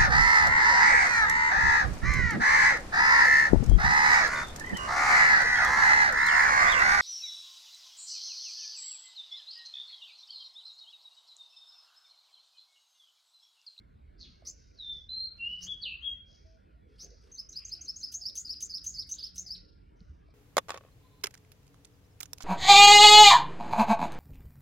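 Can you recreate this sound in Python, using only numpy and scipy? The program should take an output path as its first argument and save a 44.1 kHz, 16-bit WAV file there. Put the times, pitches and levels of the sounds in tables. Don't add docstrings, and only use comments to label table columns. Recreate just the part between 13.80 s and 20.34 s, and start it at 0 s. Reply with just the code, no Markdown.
import sys
import numpy as np
from scipy import signal
from scipy.fft import rfft, irfft
from scipy.io import wavfile
from scipy.ndimage import uniform_filter1d

SR = 44100
rng = np.random.default_rng(int(sys.argv[2]) if len(sys.argv) > 2 else 0)


def field_ratio(decibels):
    return 10 ** (np.asarray(decibels, dtype=float) / 20)


def persist_wave(psi):
    counts = np.round(np.clip(psi, -1, 1) * 32767).astype(np.int16)
    wavfile.write(sys.argv[1], SR, np.atleast_2d(counts).T)


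N = 288414


def evened(x):
    return x / np.sqrt(np.mean(abs(x) ** 2) + 1e-20)


def read(points, hz):
    f, value = np.transpose(points)
    return np.interp(np.log(hz + 1), np.log(f + 1), value)


def add(mix, start_s, sound, pan_db):
    part = mix[:, round(start_s * SR):][:, :len(sound)]
    part += sound[:part.shape[1]] * field_ratio(np.array([[.5], [-.5]]) * pan_db)


def faded(x, share):
    return x * signal.windows.tukey(len(x), share)


def flutter(size, width_hz):
    z = rng.standard_normal((size, 2)) @ [1, 1j]
    bell = np.exp(-(np.fft.fftfreq(size, 1 / SR) / width_hz) ** 2)
    return evened(np.fft.ifft(z * bell))


def phasor(hz):
    return np.exp(2j * np.pi * np.cumsum(hz) / SR)


def yard(x, late_db):
    # hz, t60_s
    decay = [(500, 0.4), (3000, 0.3), (5000, 0.31), (6500, 0.19), (8000, 0.1), (11000, 0.18)]
    taps = np.zeros((3, SR))
    at = np.arange(500, SR - 20, 20) + rng.integers(0, 20, (3, (SR - 501) // 20))
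    np.put_along_axis(taps, at, rng.choice([-1., 1.], at.shape), 1)
    hz, t, z = signal.stft(taps, SR, nperseg=256)
    fall_db = -60 * t / read(decay, hz)[:, None]
    envelope = field_ratio(fall_db) + field_ratio(late_db + 0.5 * fall_db)
    tail = signal.istft(z * envelope, SR, nperseg=256)[1]
    tail = tail[0] + tail[1:]
    return signal.fftconvolve(x[None], tail / np.linalg.norm(tail[0]), axes=1)[:, :N]


def episodes(t, events):
    edge_s = 0.067
    return sum(amount * np.clip(np.minimum(t - s, s + length - t) / edge_s + .5, 0, 1)
               for s, length, amount in events)


def town():
    # hz, level_db (per Hz)
    common = [(15, -49), (30, -9), (53, 9), (76, -7.5), (180, -15), (450, -25.5), (680, -37.5), (850, -62),
              (1080, -43.5), (1430, -33), (2200, -36.5), (4300, -46), (6000, -60.5), (15800, -64.5)]
    # hz, level_db (per Hz)
    opposite = [(15, -40), (25, -2), (63, -3.5), (137, -13), (587, -13), (1030, -19), (1280, -19),
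                (1680, -34), (1820, -59), (2590, -38), (5370, -51.5), (7620, -55.5), (15800, -59.5)]
    # time_s, level_db
    traffic = [(0.0, 3.5), (1.3, 1), (3.9, 0.5), (4.1, -2), (6.1, 2), (6.3, 6), (6.54, 1.5)]
    # start_s, length_s, level_db
    hollow_fills = [(0.0, 0.57, 2.5), (.6, 0.088, 15), (.92, 0.055, -0.5), (1.44, 0.85, 3.5),
                    (3.117, 0.17, -0.5), (3.38, 0.79, 5), (4.76, 0.43, 1), (5.175, 0.49, 1), (6.118, .1, 3),
                    (6.22, 0.37, 11)]
    # start_s, length_s, level_db
    lower_dips = [(1.3, .13, -17.5), (3.054, .14, -28), (3.755, 0.22, -41), (4.037, 0.079, -16),
                  (4.62, 0.096, -12), (4.81, 0.31, -30), (5.377, 0.15, -7), (5.818, 0.14, -19)]
    hollow_floor_db = -32

    frames, hz = N // 512 + 5, np.fft.rfftfreq(2048, 1 / SR)
    t = (np.arange(frames) - 1) * 512 / SR
    hz = hz[:, None]
    a, b, c, d, patches = rng.standard_normal((frames, 1025, 5)).T
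    patches = uniform_filter1d(uniform_filter1d(patches, size=9, axis=0), size=6, axis=1)
    patches = evened(patches) * np.clip(hz / 300, .3, 1)
    time_s, near_db = np.transpose(traffic)
    swell_db = np.interp(t, time_s, near_db) / (1 + (hz / 200) ** 2)

    filled = episodes(t, [(s, length, field_ratio(db)) for s, length, db in hollow_fills])
    hollow_db = 20 * np.log10(filled + field_ratio(hollow_floor_db)) * np.exp(-((hz - 1060) / 270) ** 6)
    hollow_db += 8.6 * patches[:, ::-1] * np.exp(-((hz - 800) / 300) ** 2)
    hollow_db += episodes(t, lower_dips) * np.exp(-((hz - 780) / 210) ** 6)

    mid_db = read(common, hz) + 4.1 * patches + swell_db + hollow_db - 62.0
    side_db = read(opposite, hz) + 1.7 * patches + swell_db - 71.0
    mid = (a + 1j * b) * field_ratio(mid_db)
    side = (c + 1j * d) * field_ratio(side_db)
    side -= .2 * mid / (1 + (hz / 90) ** 2)
    return signal.istft(np.array([mid + side, mid - side]), nperseg=2048, noverlap=1536)[1][:, :N]


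def small_sounds():
    # start_s, peak_db, ring_hz, t60_s
    knocks = [
        (0.622, -46.5, 644, 0.027),
        (0.913, -62.5, 2340, 0.027),
        (6.486, -54.5, 640, 0.029),
        (3.729, -39, 4900, 0.0074),
        (4.3194, -42, 4760, 0.0062),
        (5.3408, -35.5, 4080, 0.0069),
        (6.2053, -48, 4350, 0.0048),
    ]
    # start_s, peak_db, pitch_hz, t60_s
    thumps = [
        (0.231, -49, 77, 0.22),
        (6.211, -37, 172, 0.045),
        (6.293, -36.5, 73, 0.15),
    ]
    # start_s, end_s, pitch_hz, level_db, share of opposite polarity (0-1)
    hums = [(1.6, 2.15, 180, -61, 0.18), (4.95, 6.2, 180, -65.5, 0.13), (4.5, 7.1, 300, -70, 0.34),
            (2.64, 2.79, 647, -62.5, 0.36), (6.1, 6.54, 2800, -92.5, 0.81), (3.0, 3.2, 3420, -82, 0.11),
            (5.88, 5.98, 1400, -76.5, 0.16), (1.45, 1.62, 1400, -79, .16), (2.18, 2.35, 1400, -78, .16),
            (4.3, 6.3, 1400, -84, .16), (3.22, 3.31, 700, -70, .3), (3.93, 4.01, 700, -72, 0.32),
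            (4.35, 4.46, 700, -70, 0.35), (6.1, 6.19, 940, -77.5, 0.38), (5.61, 5.71, 700, -72, .3),
            (1.85, 2.0, 570, -77, 0.34)]

    out, t = np.zeros((2, N)), np.arange(8000) / SR
    for s, db, hz, t60 in knocks:
        ring = np.sin(2 * np.pi * hz * t) * field_ratio(-60 * t / t60) * np.minimum(t * hz / 2, 1)
        tick = uniform_filter1d(rng.standard_normal(len(t)), size=4) * field_ratio(-60 * t / 0.00132)
        add(out, s, field_ratio(db) * (ring + 0.3 * (hz < 3000) * tick), 0)
    for s, db, hz, t60 in thumps:
        thump = np.sin(2 * np.pi * hz * t) * np.minimum(t / 0.0077, 1)
        add(out, s, field_ratio(db - 60 * t / t60) * thump, -1.5)
    for start, end, hz, db, opposite in hums:
        u = np.arange(start, end, 1 / SR)
        width_hz = 5.2 + 75 * (680 < hz < 1000)
        tone = (flutter(len(u), width_hz) * np.exp(2j * np.pi * hz * u)).real
        hum = np.zeros((2, N))
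        add(hum, start, field_ratio(db) * faded(tone, .3), 0)
        out += hum * [[1], [1 - 2 * opposite]]
    return out


def harsh_call(out, time_s, level_db, centre_hz, spread_hz, pulsed):
    t = np.arange(time_s[0], time_s[-1], 1 / SR)
    turn = phasor(np.interp(t, time_s, centre_hz))
    if pulsed:
        grain = 1 + 0.41 * np.cos(2 * np.pi * 170 * t)
    else:
        grain = 1 + .5 * flutter(len(t), 81).real
    harsh = grain * (flutter(len(t), spread_hz) * turn).real
    add(out, time_s[0], field_ratio(np.interp(t, time_s, level_db)) * faded(harsh, .1), 0)


def far_birds():
    # start_s, rise_s, fall_s, peak_db,
    # centre_hz
    scolds = [(.385, 0.016, 0.23, -65.5, 5460), (0.82, 0.18, 0.11, -67.5, 5100),
              (1.0, 0.14, 0.17, -67, 5320), (.395, .02, .045, -57, 5300), (1.56, 0.25, .02, -64, 4720),
              (2.45, 0.075, 0.25, -64, 5210), (3.08, 0.13, .01, -72, 4880), (3.25, .04, 0.25, -64, 5170),
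              (3.6, .015, 0.048, -76, 2610), (2.2, 0.092, 0.097, -73, 6300), (3.72, 0.1, .2, -65, 2690),
              (3.93, 0.095, .03, -69, 2620), (5.35, 0.06, .08, -49.5, 4060), (.74, 0.046, .18, -66, 5500),
              (5.745, 0.012, 0.045, -68, 2750), (4.73, 0.012, 0.036, -67.5, 2900),
              (.44, .02, .05, -67, 2600), (6.15, 0.055, 0.22, -74, 5470), (6.42, 0.092, .02, -76.5, 4590)]
    # time_s, level_db, centre_hz
    chirp = [(.378, -73, 4790), (0.391, -65, 4900), (.403, -58, 4700), (0.408, -49, 4500),
             (.43, -50.5, 4330), (0.444, -52.5, 3850), (.462, -57, 3160), (0.474, -64, 3050),
             (0.499, -73, 2940)]
    out = np.zeros((2, N))
    for s, rise, fall, peak_db, hz in scolds:
        level_db = peak_db + np.array([-17, 0, -16.5])
        harsh_call(out, [s, s + rise, s + rise + fall], level_db, np.full(3, hz), 0.23 * hz, False)
    harsh_call(out, *np.transpose(chirp), spread_hz=680, pulsed=True)
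    return out + field_ratio(-5.5) * yard(out.mean(0), late_db=-3.0)


def syllable(shape, pitch, length, spread_hz, puff_db):
    s, hz, db, rough = np.transpose(shape)
    t = np.arange(s[0] * length, s[-1] * length, 1 / SR)
    hz, db, rough = (uniform_filter1d(np.interp(t, s * length, c), 90) for c in (hz * pitch, db, rough))
    rough = np.clip(rough, 0, 1)
    throb_hz = 245 + 60 * flutter(len(t), 65).real
    throb = 1 + 0.55 * rough * np.cos(2 * np.pi * (np.cumsum(throb_hz) / SR + rng.random()))
    membrane = throb * (np.sqrt(1 - rough) + np.sqrt(rough) * flutter(len(t), spread_hz))
    turn = phasor(hz)
    tone = turn + field_ratio(-31.0) * turn ** 2 + field_ratio(-25.5) * turn ** 3
    breath = field_ratio(-28.0) * np.sqrt(rough) * np.diff(rng.standard_normal(len(t) + 2), 2)
    air = signal.lfilter(*signal.butter(4, 3400 / (SR / 2), "high"), rng.standard_normal(len(t)))
    puff = field_ratio(puff_db - 60 * (t - t[0]) / 0.15) * air
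    voice = field_ratio(db) * ((membrane * tone).real + breath)
    return s[0] * length, faded(voice + puff, .06)


def caged_bird():
    # time_s (from the onset), pitch_hz, level_db, roughness (0-1)
    rasp = [(-.004, 4282, -16.5, 1), (.008, 5160, -8.5, 1), (0.022, 5600, 3, 1), (.036, 5847, 2.5, .7),
            (.052, 6300, -2, .6), (.066, 6520, -18, 0.5), (.07, 6600, -27, 0.5)]
    under = [(-.004, 2700, -30, .9), (.006, 3610, -23, .9), (.016, 4253, -11.5, .8), (.04, 4750, -8.5, .9),
             (.066, 4900, -19, .9)]
    opening = [(-.004, 5980, -1, 0), (.006, 6400, 6.5, 0), (.016, 6600, 1.5, 0.2), (.03, 6290, 4, 0.1),
               (.042, 6150, 9, .25), (.052, 5870, -13, 0)]
    rise = [(-.028, 4160, -22.5, 0.25), (-.018, 4204, -23, 0.15), (-.006, 4406, -15.5, 0.2),
            (-.001, 4840, -2.5, 0.11), (.012, 5285, 2, 0.04), (.024, 5280, -7, .15), (.028, 4820, -14, 0.3),
            (.033, 3970, -18, .4)]
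    arch = [(-.003, 5880, -14, 0.1), (.006, 6415, 4, 0.2), (0.013, 6445, -15, 0.1),
            (.028, 7240, -15.5, 0.08), (.042, 6400, -6, .4), (.058, 5854, -8.5, 0.6)]
    pickup = [(-.001, 5956, -14.5, 0.3), (.008, 6296, -16.5, 0.3), (.014, 6270, -24, .5),
              (.018, 6120, -34, .5)]
    stroke = [(-.024, 2886, -40.5, 1), (-.008, 2897, -43, .7), (-.003, 4200, -27, .5),
              (.002, 5610, -28, .7)]
    buzz = [(-.003, 5940, -25, .4), (.0, 6024, -5.5, 0.31), (.012, 6394, -5.5, 0.39),
            (0.024, 6566, -15.5, 0.6), (.042, 6800, -14, 0.5), (.047, 6850, -31.5, 0.5)]
    hook = [(-.002, 4737, -12, 0.05), (.009, 5305, -6, 0.05), (.015, 5087, -14.5, 0.3),
            (.024, 4696, -12, 0.5), (.034, 4500, -13.5, 0.4), (.039, 4500, -26.5, 0.3)]
    slur = [(-.004, 4490, -20, 0.1), (0.0, 4614, -2.5, .05), (.014, 5304, 1.5, 0.03), (.022, 5642, -14, .2),
            (.034, 5250, -4, 0.45), (.047, 3880, -20.5, 0.85)]
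    closing = [(-.046, 4810, -10, 0.1), (-.036, 5240, -6.5, 0.15), (-.02, 4450, -14, 0.5),
               (-.004, 4650, -12.5, 0.1), (0.0, 4744, 2, 0.07), (.02, 5387, -3, 0), (.034, 5000, -9.5, .2),
               (.044, 4150, -6, 0.2), (.05, 3525, -11.5, 0.2)]
    # start_s, peak_db, left_right_db, pitch factor, length factor
    rasps = [
        (0.652, -34, 0.045, 1.07, 1),
        (1.8107, -35, 0.18, 1.06, 0.94),
        (3.1866, -39, 0.72, 1, 1.12),
    ]
    openings = [
        (3.519, -45, 1, 1.001, 0.83),
    ]
    rises = [(3.5865, -29.5, -2, 0.99, 0.89), (3.763, -28, 0, 0.97, 1.11), (3.922, -26.5, -1.0, 0.99, 0.96),
             (4.0842, -26, 1, 1.001, 0.9), (4.2331, -25, -2, 0.99, 0.77)]
    arches = [(3.69, -33, -1, 0.98, 0.82), (3.8496, -30.5, -1, 1.012, 0.83), (4.012, -31.5, 0, 1.001, 0.91),
              (4.1619, -30, 1, 1.01, 1.001)]
    pickups = [(4.3205, -21.5, 0.5, 1.005, 0.97), (4.555, -19, 1.1, 1.02, 0.95),
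               (4.806, -18.5, 0.4, 1.02, 0.9), (5.043, -21, 0.4, 1.01, 1.05),
               (5.292, -22.5, 0.1, 0.99, 1.1), (5.559, -23, 0.5, 1.001, 1.05)]
    buzzes = [(4.3413, -20.5, 0.98, 1, 0.97), (4.575, -19.5, 1.1, 1.02, 1.002),
              (4.8249, -18, 0.4, 1.015, 0.78), (5.0652, -19, 0.0, 1.012, 1.002),
              (5.3142, -19.5, 0.0916, 1.002, 1.002), (5.5807, -20, 0.55, 1, 0.93)]
    hooks = [(4.4124, -24.5, -2.5, 1.003, 0.99), (4.65, -24, 1.5, 0.98, 1.04),
             (4.898, -23.5, -3, 0.99, 0.99), (5.142, -25, -2.5, 0.99, 1.01), (5.386, -25, -2.5, 0.97, 1.05)]
    slurs = [(4.454, -23.5, -2.5, 0.99, 0.97), (4.6939, -24.5, 1.5, 0.98, 1.04),
             (4.9389, -24.5, -3.5, 0.98, 1), (5.1845, -24, -2.5, 0.98, 0.98), (5.429, -27, -3, 0.98, 1.11)]
    closings = [
        (5.7073, -27.5, 1.5, 1.001, 1.001),
    ]
    # shape, syllables, spread_hz, puff_db
    song = [
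        (rasp, rasps, 520, -22), (under, rasps, 550, -60),
        (opening, openings, 450, -30), (rise, rises, 350, -40), (arch, arches, 500, -34),
        (pickup, pickups, 600, -19), (stroke, buzzes, 250, -60), (buzz, buzzes, 650, -30),
        (hook, hooks, 400, -40), (slur, slurs, 450, -50), (closing, closings, 450, -40)]

    out = np.zeros((2, N))
    for shape, rows, spread_hz, puff_db in song:
        for s, db, pan_db, pitch, length in rows:
            lead_s, sound = syllable(shape, pitch, length, spread_hz, puff_db)
            add(out, s + lead_s, field_ratio(db - 8.0) * sound, pan_db)
    ground = field_ratio(-5.0) * np.roll(out, round(.0042 * SR), axis=1)
    wall = field_ratio(-8.0) * np.roll(out[::-1], round(0.011 * SR), axis=1)
    smeared = out.mean(0) * (1 + 0.97 * flutter(N, 300).real)
    patchy = 1 + .4 * flutter(N, 30).real
    return out + ground + wall + field_ratio(-11.5) * yard(smeared, late_db=-8.0) * patchy


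def whistler():
    # time_s, effort_db, pitch_hz
    whistles = [
        [(0.955, -86.5, 5400), (0.977, -63, 4220), (1.001, -43.5, 3920), (1.051, -42.5, 3576),
         (1.11, -37, 3579), (1.23, -56, 3430)],
        [(2.006, -58, 4595), (2.024, -43.5, 4615), (2.036, -36, 4190), (2.052, -44.5, 3245),
         (2.066, -35.5, 2851), (2.1, -42.5, 2690), (2.13, -42, 2640), (2.156, -46, 2744), (2.175, -57, 2700)],
        [(1.285, -53.5, 3890), (1.295, -40.5, 4020), (1.327, -37.5, 4070), (1.395, -36, 4168),
         (1.475, -35.5, 4204), (1.5, -49.5, 4046)],
        [(1.58, -61.5, 2800), (1.608, -42.5, 2723), (1.644, -33, 2772), (1.71, -36.5, 2932), (1.775, -36, 2953)],
        [(1.865, -50.5, 3110), (1.889, -38.5, 3413), (1.935, -36, 3344), (1.965, -53, 3320)],
        [(2.21, -54, 2780), (2.228, -48, 3220), (2.244, -39, 3260), (2.256, -38, 3367), (2.266, -33.5, 3342),
         (2.28, -32, 3262), (2.37, -50.5, 3277)],
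    ]
    # left_right_db, overtones_db, wavering (0-1), width_hz
    headings = [(-0.5, -51, .37, 150), (0, -42, 0.9, 220), (0, -53, 0.5, 130), (0.5, -48, .45, 74),
                (6.5, -49, .37, 190), (8, -50, .3, 82)]
    out = np.zeros((2, N))
    for rows, (pan_db, overtones_db, waver, waver_hz) in zip(whistles, headings):
        s, *columns = np.transpose(rows)
        t = np.arange(s[0], s[-1], 1 / SR)
        db, hz = (uniform_filter1d(np.interp(t, s, c), 300, mode="nearest") for c in columns)
        turn = phasor(hz)
        fading = 1 + waver * flutter(len(t), waver_hz)
        glide = np.clip(abs(np.gradient(hz)) / .5, 0, .9)
        fading += glide * flutter(len(t), 260)
        overtones = field_ratio(overtones_db) * (.5 + flutter(len(t), 140)) * (turn ** 2 + 0.43 * turn ** 3)
        note = (fading * turn + overtones).real
        add(out, s[0], field_ratio(db + 0.5) * faded(note, .1), pan_db)
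    return out + field_ratio(-8.0) * yard(out.mean(0), late_db=-11)


def wings():
    # start_s, length_s, first_db, last_db
    flights = [
        (1.545, 0.11, -74, -78.5),
        (1.797, 0.1, -63, -66.5),
        (3.054, .24, -89, -64.5),
        (3.404, 0.137, -74.5, -68.5),
        (6.401, 0.12, -98.5, -86),
    ]
    out = np.zeros((2, N))
    for s, length, first_db, last_db in flights:
        t = np.arange(0, length, 1 / SR)
        air = signal.lfilter([1, -1], np.poly([.75, .7, .4]), rng.standard_normal(len(t)))
        beats = 1 + .5 * np.cos(2 * np.pi * 28 * t)
        level = field_ratio(first_db + (last_db - first_db) * t / length - 4.0)
        add(out, s, level * beats * faded(evened(air), .3), 0)
    return out


def scene():
    return town() + small_sounds() + far_birds() + caged_bird() + whistler() + wings()


def starve(x):
    hz, t, z = signal.stft(np.array([x[0] + x[1], x[0] - x[1]]) / 2, SR, nperseg=1024)
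    treble = hz[:, None] > 1500
    power = uniform_filter1d(abs(z) ** 2, size=7, axis=1)
    mask = uniform_filter1d(power[0] * treble, size=70, axis=0)
    mask = uniform_filter1d(mask, size=60, axis=0, origin=22)
    margin_db = 10 * np.log10((abs(power) + 1e-16) / (abs(mask) + 1e-16)) + 36.9
    keep = np.where(treble, np.clip(margin_db / 4, .03, 1), 1)
    mid, side = signal.istft(z * keep, SR, nperseg=1024)[1][:, :N]
    return np.array([mid + side, mid - side])


def passband(hz, low_hz, high_hz):
    return .25 * (1 + np.tanh((hz - low_hz) / 70)) * (1 - np.tanh((hz - high_hz) / 70))


def held(power):
    edges = np.r_[0, np.arange(930, N, 1024)]
    sizes = np.diff(np.r_[edges, N])
    means = np.add.reduceat(power, edges, axis=1) / sizes
    return abs(uniform_filter1d(np.repeat(means, sizes, axis=1), size=100))


def rebuilt_treble(z, hz):
    # low_hz, high_hz, upward_shift_hz
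    copies = [(6890, 7580, 5512.5), (7580, 8960, 5512.5), (8960, 9650, 5512.5), (9650, 10680, 5512.5),
              (10680, 12400, 5512.5), (12400, 13600, 9647), (13600, 14120, 9647), (14120, 15850, 9647)]
    # filler_db (noise against the copy), band_gain_db, least_copy_db
    fills = [(3, -3, -67), (-4.5, 1, -66), (-12, -13, -64), (-5.5, 0, -59.5), (-13, 0, -64),
             (-12.5, -16, -63), (-9.5, -10, -65), (-14, -5.5, -60)]
    floor_db, weak_band_db, gate_db, gate_soft_db = -108, -11, -45, 5.5
    harsh_start_s, harsh_fade_s, harsh_lift_db = 2.015, 0.12, 19
    widen_db, top_widen_db, top_hz = 2, 3.5, 12000

    bottom_hz = copies[0][0]
    filler = rfft(rng.standard_normal((2, N)) + .6 * rng.standard_normal(N))
    core = rfft(starve(irfft(z * passband(hz, -SR, bottom_hz), N)))
    out = core
    late_s = np.arange(N) / SR - harsh_start_s
    harsh_db = harsh_lift_db * np.clip(1 - late_s / harsh_fade_s, 0, 1) * (late_s > 0)
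    loud = held(irfft(core, N) ** 2)
    for (low, high, shift), (filler_db, band_gain_db, least_db) in zip(copies, fills):
        inside = passband(hz, low, high)
        copy = irfft(np.roll(core, round(shift * N / SR), axis=1) * inside, N)
        wanted = held(irfft(z * inside, N) ** 2)
        found = held(copy ** 2)
        noise = evened(irfft(filler * inside, N))
        copy = copy / np.sqrt(found + 1e-14) + field_ratio(filler_db) * noise
        level = wanted * field_ratio(2 * band_gain_db) + field_ratio(2 * floor_db)
        if band_gain_db < weak_band_db:
            over_db = 10 * np.log10(level / loud) - gate_db
            level = level * np.clip(over_db / gate_soft_db, .1, 1) ** 2
        level = level + found * field_ratio(2 * (least_db + harsh_db))
        out = out + inside * rfft(copy * np.sqrt(level / (1 + field_ratio(2 * filler_db))))
    widening = field_ratio(widen_db + top_widen_db * (hz > top_hz)) - 1
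    return out + widening * passband(hz, bottom_hz, SR) * (out - out.mean(0))


def roll_off(x):
    return signal.sosfilt(signal.butter(12, 15940, fs=SR, output="sos"), x)


def record(dry):
    hz = np.fft.rfftfreq(N, 1 / SR)
    z = rfft(dry) / np.sqrt(1 + (42 / (hz + 1)) ** 10)
    mix = starve(irfft(rebuilt_treble(z, hz), N))
    return roll_off(mix)


dry = scene()
out = record(dry)
persist_wave(out)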